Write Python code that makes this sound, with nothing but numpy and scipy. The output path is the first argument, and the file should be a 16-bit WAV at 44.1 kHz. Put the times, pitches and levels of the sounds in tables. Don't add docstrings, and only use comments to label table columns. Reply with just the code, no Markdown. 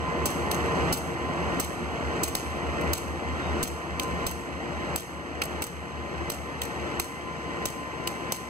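import sys
import numpy as np
from scipy import signal
from scipy.fft import rfft, irfft, next_fast_len
from scipy.io import wavfile
from scipy.ndimage import uniform_filter1d, minimum_filter1d, map_coordinates

SR = 44100
rng = np.random.default_rng(int(sys.argv[2]) if len(sys.argv) > 2 else 0)


def store_wav(level_fs):
    pcm = np.round(np.clip(np.atleast_2d(level_fs), -1, 1) * 32767)
    wavfile.write(sys.argv[1], SR, pcm.T.astype(np.int16))


N = 374409
TIME_S = np.arange(N) / SR


# (time [s], half length [s], frequency [Hz], level [dB])
SQUEAK = (3.46, 0.055, 3720, -51)

# (time [s], level [dB])
BLOWER_LEVEL = [(0.1, -31.5), (0.35, -37), (0.7, -37.5), (1.0, -42.5), (1.3, -34), (1.8, -50), (2.3, -43),
                (2.8, -43.5), (3.1, -39), (3.5, -40), (3.75, -45), (4.05, -35), (4.6, -45.5), (4.9, -42),
                (5.3, -51), (5.9, -44), (6.25, -41), (6.5, -45.5), (6.8, -48), (7.25, -40.5), (7.55, -42),
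                (7.85, -41), (8.25, -40.5), (8.49, -42)]
BLOWER_HZ = 1027

CYCLE_HZ, THROB_AT_S = 4.843, 2.896
# (time [s], firing tone [dB], order just below it [dB], unequal cylinders [dB])
EXHAUST_LEVELS = [(0, -33.5, -38, -46), (1.0, -36, -47, -48), (2.1, -36.5, -41, -43.5),
                  (3.4, -33, -37.6, -46), (4.5, -40, -45, -44), (5.5, -39.5, -42, -60),
                  (6.2, -40, -40.5, -54), (6.8, -45, -44, -60), (7.6, -72, -45, -57), (8.49, -60, -47, -63)]
# (multiple of the cycle [1], relative level [dB])
EXHAUST_ORDERS = [(11, -24), (13, 1.5), (14, -5.5), (17, -14)]
# (multiple of the cycle [1], level re block noise [dB])
GEAR_ORDERS = [(36, -13.5), (72, -11), (96, -12), (120, -19), (144, -21.5), (288, -22)]
# (frequency [Hz], repeating power share [1])
CYCLE_REPEAT = [(50, 0.55), (75, 0.27), (105, 0.47), (160, 0.26), (300, 0.18), (700, 0.077), (2000, 0.063)]
# (frequency [Hz], level [dB])
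ROAR_SPECTRUM = [(20, -60), (42, -44), (56, -6), (85, -6.5), (115, -4.5), (140, -1), (180, -3), (250, -2),
                 (315, -2), (400, -5.5), (600, -6.5), (850, -7), (1200, -9.5), (1500, -19), (2200, -31),
                 (5000, -67)]
# (frequency [Hz], level [dB])
WHIRR_SPECTRUM = [(700, -19), (1400, -7), (1850, 2.5), (2300, -6.5), (2900, -7), (3600, -17), (4800, -21.5),
                  (6000, -21), (7500, -19.5), (10000, -33.5), (12500, -37), (15500, -48)]
ROAR_START_DB, ROAR_FALL_DB_PER_S = -26, 1.24
WHIRR_START_DB, WHIRR_FALL_DB_PER_S = -32, 0.82

# (time [s], nominal peak [dB], length [s], outlet [Hz],
# outlet re jet [dB], shrill top re jet [dB], deck echo re hiss [dB])
SPITS = [(0.256, -6, .0071, 3280, -24, -1, -17), (0.925, -4, 0.01, 4970, -8.5, 3.5, -10.5),
         (1.5985, -3.5, 0.0041, 5940, -12, -2.5, -14), (2.2335, -3.5, 0.0051, 8200, -8, -2, -10),
         (2.9329, -4, 0.0031, 4390, -15, -3, -12), (3.6283, -4, 0.006, 4500, -20, 1, -11.5),
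         (4.2655, -4, 0.0044, 8200, -17, -2, -11.5), (4.9598, -2.5, 0.0024, 8000, -14, -1.5, -14),
         (5.6205, -3.5, 0.0051, 2260, -8, 6.5, -11), (6.3, -6, 0.0024, 2300, -17, 0, -16),
         (6.9973, -5.5, 0.0029, 2350, -11, -3.5, -16), (7.655, -6.5, 0.0033, 4440, -13, -1, -18),
         (8.3216, -6, 0.0021, 6300, -8, -12, -20)]
# (time [s], nominal peak [dB],
# length [s], outlet [Hz], outlet re jet [dB], shrill top re jet [dB], deck echo re hiss [dB])
POPS = [(0.5115, -12, 0.0031, 3650, -5.5, -11, -25), (2.3502, -5.5, 0.0018, 4460, -5, -26, -27),
        (2.809, -31, 0.004, 11000, -19, -20, -20), (3.996, -9, 0.0014, 2680, 2, -11, -5.5),
        (5.4158, -10, 0.0037, 2200, 7.5, -16, -6), (6.6155, -13.5, 0.0025, 2780, -3.5, -6, -11),
        (8.072, -9.5, 0.0025, 2900, -2, 2.5, -31)]
CREST_DB = 5.5
# (frequency [Hz], level [dB])
JET_SPECTRUM = [(500, 0.5), (1500, -5), (3000, -8.5), (4500, -6), (5300, -10), (5900, -2), (6700, -6),
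                (7800, 0), (9500, -3.5), (11200, -14), (12400, 2), (14000, -22), (15500, -4.5)]
# (frequency [Hz], level [dB])
SHRILL_SPECTRUM = [(16000, -60), (17000, 0)]
# (frequency [Hz], level [dB])
SCATTER_SPECTRUM = [(1000, -8), (3000, 2), (5000, -2), (6300, 3.5), (8500, 1), (11000, -6.5), (12800, -4.5),
                    (15500, -14)]
# (frequency [Hz], T60 [s])
OVERPASS_T60 = [(500, 0.13), (4000, 0.52), (8000, 0.79), (15000, 0.5)]
# (time [s], level re hiss [dB])
PILLAR_ECHO = [(4.3, -21), (4.96, -11), (5.42, -1.5), (5.62, -3), (6.3, -7), (6.62, -8), (7, -27)]
PILLAR_DELAY_S = 0.0177
DECK_SPREAD_S = 0.0088
WALL_DELAY_S, WALL_SPREAD_S, WALL_START_DB = 0.15, 0.0045, -33
ECHO_FALL_DB_PER_S, RING_FALL_DB_PER_S = 1.5, 0.43
SPATTER_START_DB, SPATTER_RISE_S, SPATTER_T60_S = -19, 0.0086, 0.18

# (frequency [Hz], lead of left [rad])
STEREO_PHASE = [(0, .9), (75, 1.2), (150, .55), (500, .4), (1000, -.55), (1250, -.9), (1700, -3.14),
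                (3600, -9.42), (5350, -15.7), (17800, -59.69)]
# (frequency [Hz], left minus right [dB])
STEREO_BALANCE = [(30, -5), (75, 0.5), (150, 1), (300, 1.5), (600, 4.5), (1000, 1), (1400, -3.5), (2000, 0),
                  (12000, -1)]
# (frequency [Hz], level re source [dB])
STEREO_SCATTER = [(30, -22), (75, -13), (150, -6), (450, -6), (1400, -8), (2300, -17), (4000, -4.5),
                  (8000, -28), (12000, 1.5)]
# (frequency [Hz], share left in the notches [1])
COMB_FLOOR = [(1000, 0.4), (1800, 1), (3600, 0.042), (5400, 0.061)]
COMB_LAG_S = 0.000562
TOP_HZ = 15600


def amp(db):
    return 10 ** (np.asarray(db) / 20)


def unit(x):
    return x / np.sqrt(np.mean(x ** 2) + 1e-20)


def along(points, hz):
    point_hz, value = np.transpose(points)
    return np.interp(np.log(hz + 1), np.log(point_hz + 1), value)


def curves(rows):
    time_s, *columns = np.transpose(rows)
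    return [np.interp(TIME_S, time_s, column) for column in columns]


def wobble(knots_per_s):
    return map_coordinates(rng.standard_normal(1024), [TIME_S * knots_per_s], mode="wrap")


def filtered(x, response):
    size = next_fast_len(N + 8192)
    hz = np.fft.rfftfreq(size, 1 / SR)
    return irfft(rfft(x, size) * response(hz), size)[..., :N]


def coloured(x, spectrum):
    return unit(filtered(x, lambda hz: amp(along(spectrum, hz))))


def noise(spectrum):
    return coloured(rng.standard_normal(N), spectrum)


def tone(turns, waver_db, drift_rad, knots_per_s):
    strength = amp(waver_db * wobble(knots_per_s))
    phase_rad = 2 * np.pi * turns + drift_rad * wobble(knots_per_s)
    return unit(strength * np.cos(phase_rad))


def short_level(x, size=48):
    return np.sqrt(np.abs(uniform_filter1d(x ** 2, size)) + 1e-18)


def squeak():
    at_s, half_length_s, hz, level_db = SQUEAK
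    pair = np.array([tone(hz * TIME_S, waver_db=3, drift_rad=1.3, knots_per_s=160) for channel in range(2)])
    swell = np.exp(-((TIME_S - at_s) / half_length_s) ** 2)
    return amp(level_db) * swell * pair


def blower(octave_db=-11):
    level_db, = curves(BLOWER_LEVEL)
    vanes = tone(BLOWER_HZ * TIME_S, waver_db=3.0, drift_rad=0.59, knots_per_s=14)
    octave = tone(2 * BLOWER_HZ * TIME_S, waver_db=8.0, drift_rad=0.12, knots_per_s=9.5)
    return amp(level_db) * (vanes + amp(octave_db) * octave)


def combustion(cycles, punch, cylinder_db):
    pattern = np.resize(rng.standard_normal(round(SR / CYCLE_HZ)), N)

    def share(hz):
        return np.clip(along(CYCLE_REPEAT, hz), 0, 1)

    repeating = filtered(pattern, lambda hz: np.sqrt(share(hz)))
    fresh = filtered(rng.standard_normal(N), lambda hz: np.sqrt(1 - share(hz)))
    firings = 16 * (cycles % 1)
    cylinder_gain = amp(cylinder_db * rng.standard_normal(size=17))
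    strength = cylinder_gain[firings.astype(int)]
    return (repeating + fresh) * (1 + punch * strength * np.sin(np.pi * firings) ** 2)


def exhaust(cycles):
    firing_db, beat_db, uneven_db = curves(EXHAUST_LEVELS)

    def order(k):
        return tone(k * cycles, waver_db=.8, drift_rad=.08, knots_per_s=2)

    uneven = sum(amp(db) * order(k) for k, db in EXHAUST_ORDERS)
    return amp(firing_db) * order(16) + amp(beat_db) * order(15) + amp(uneven_db) * uneven


def engine(wander_cycles=0.0035):
    cycles = (TIME_S - THROB_AT_S) * CYCLE_HZ + wander_cycles * wobble(1.475)
    gears = sum(amp(db) * tone(k * cycles, waver_db=3.5, drift_rad=0.99, knots_per_s=17)
                for k, db in GEAR_ORDERS)
    block = coloured(combustion(cycles, punch=0.11, cylinder_db=8.5), ROAR_SPECTRUM)
    whirr = coloured(combustion(cycles, punch=0.066, cylinder_db=7.5), WHIRR_SPECTRUM)
    roar_db = ROAR_START_DB - ROAR_FALL_DB_PER_S * TIME_S + 0.041 * wobble(6.3)
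    whirr_db = WHIRR_START_DB - WHIRR_FALL_DB_PER_S * TIME_S
    return exhaust(cycles) + amp(roar_db) * (block + gears) + amp(whirr_db) * whirr


def overpass_tail(size=16384):
    hz, t, z = signal.stft(rng.standard_normal(size), SR, nperseg=256)
    decay_db = 60 * t / along(OVERPASS_T60, hz)[:, None]
    fade = amp(along(SCATTER_SPECTRUM, hz)[:, None] - decay_db)
    onset = 1 - np.exp(-t / 0.00053)
    tail = signal.istft(z * fade * onset, SR, nperseg=256)[1]
    return tail / np.linalg.norm(tail)


def droplets(per_s=380, spread_db=2.5, life_s=0.00056, mist=0.08):
    size = amp(spread_db * np.clip(rng.standard_normal(N), -2, 2)) ** 2
    ticks = (rng.random(N) < per_s / SR) * size
    power = signal.lfilter([1], [1, -np.exp(-1 / (life_s * SR))], ticks)
    return unit(noise(SCATTER_SPECTRUM) * np.sqrt(power / power.mean() + mist))


def valve(rows, opening_s, echo_s, beams_start_db, outlet_width_hz=950, choke=0.62, ring_start_db=-8.0):
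    sources = noise(JET_SPECTRUM), noise(SHRILL_SPECTRUM), noise(JET_SPECTRUM), droplets()
    jet, shrill, rebound, drops = (np.pad(x, (0, SR)) for x in sources)
    t = np.arange(SR // 5) / SR
    out = np.zeros(N + SR)
    for at_s, peak_db, length_s, outlet_hz, outlet_db, shrill_db, echo_db in rows:
        start = round(at_s * SR)
        part = slice(start, start + len(t))
        opening = 1 - np.exp(-(t / opening_s) ** 2)
        flow = opening * np.exp(-.45 * (t / length_s) ** 1.45)
        b, a = signal.iirpeak(outlet_hz, outlet_hz / outlet_width_hz, SR)
        resonance = unit(signal.lfilter(b, a, rng.standard_normal(len(t))))
        air = jet[part] + amp(outlet_db) * resonance + amp(shrill_db) * shrill[part]
        burst = np.tanh(choke * flow * unit(air))
        burst *= amp(peak_db - CREST_DB) / short_level(burst).max()
        hiss_gain = burst.std() / air.std()

        def late(delay_s):
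            return np.interp(t - delay_s, t, unit(flow), left=0)

        pillar_db = np.interp(at_s, *np.transpose(PILLAR_ECHO))
        slaps = amp(echo_db) * late(echo_s) + amp(pillar_db) * late(PILLAR_DELAY_S)
        echo_fall_db = ECHO_FALL_DB_PER_S * at_s
        beams = np.exp(-np.abs(t - echo_s - length_s / 2) / DECK_SPREAD_S)
        wall = np.exp(-np.abs(t - WALL_DELAY_S) / WALL_SPREAD_S)
        smear = amp(beams_start_db - echo_fall_db) * beams + amp(WALL_START_DB - echo_fall_db) * wall
        spatter = amp(SPATTER_START_DB - 60 * t / SPATTER_T60_S) * (1 - np.exp(-t / SPATTER_RISE_S))
        wet = amp(peak_db) / air.std() * np.hypot(smear, spatter) * drops[part]
        ring_db = ring_start_db - RING_FALL_DB_PER_S * at_s
        ring = amp(ring_db) * hiss_gain * np.sqrt(len(t)) * overpass_tail()
        out[part] += burst + hiss_gain * slaps * rebound[part] + wet
        out[start:start + len(ring)] += ring
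    return out[:N]


def valves():
    spits = valve(SPITS, opening_s=0.0012, echo_s=0.0454, beams_start_db=-24.0)
    pops = valve(POPS, opening_s=0.0037, echo_s=0.0355, beams_start_db=-19)
    return spits + pops


def widened(x, size):
    def lead_rad(hz):
        return np.interp(hz, *np.transpose(STEREO_PHASE))

    def tilt(hz):
        return amp(along(STEREO_BALANCE, hz) / 2)

    def comb(hz):
        return np.hypot(np.sin(2 * np.pi * hz * COMB_LAG_S), along(COMB_FLOOR, hz))

    z = signal.stft(x, nperseg=size)[2]
    scrambled = z * np.exp(2j * np.pi * rng.random(z.shape))
    scatter = signal.istft(scrambled, nperseg=size)[1][:N]
    scatter = filtered(scatter, lambda hz: amp(along(STEREO_SCATTER, hz)) * comb(hz))
    pair = np.array([x + scatter, x - scatter])
    return filtered(pair, lambda hz: np.array([tilt(hz), np.exp(-1j * lead_rad(hz)) / tilt(hz)]))


def scene(swing_db=2.5):
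    left_db = swing_db * (TIME_S / TIME_S[-1] - .5)
    pan = amp(np.array([left_db, -left_db]) / 2)
    machine = widened(engine() + blower(), size=2048) * pan
    return squeak() + machine + widened(valves(), size=64)


def limiter(x, ceiling_db=-17, release_db_per_s=11, start_db=-7.0, attack_s=0.00008):
    room_db = np.minimum(ceiling_db - 20 * np.log10(short_level(x).mean(axis=0)), 0)
    climb_db = release_db_per_s * TIME_S
    held_db = np.minimum.accumulate(minimum_filter1d(room_db, size=45) - climb_db)
    gain_db = np.minimum(held_db, start_db) + climb_db
    keep = np.exp(-1 / (attack_s * SR))
    smooth_db = start_db + signal.lfilter([1 - keep], [1, -keep], gain_db - start_db)
    return x * amp(smooth_db)


def record(dry):
    return filtered(limiter(dry), lambda hz: 1 / np.sqrt(1 + (hz / TOP_HZ) ** 220))


dry = scene()
out = record(dry)
store_wav(out)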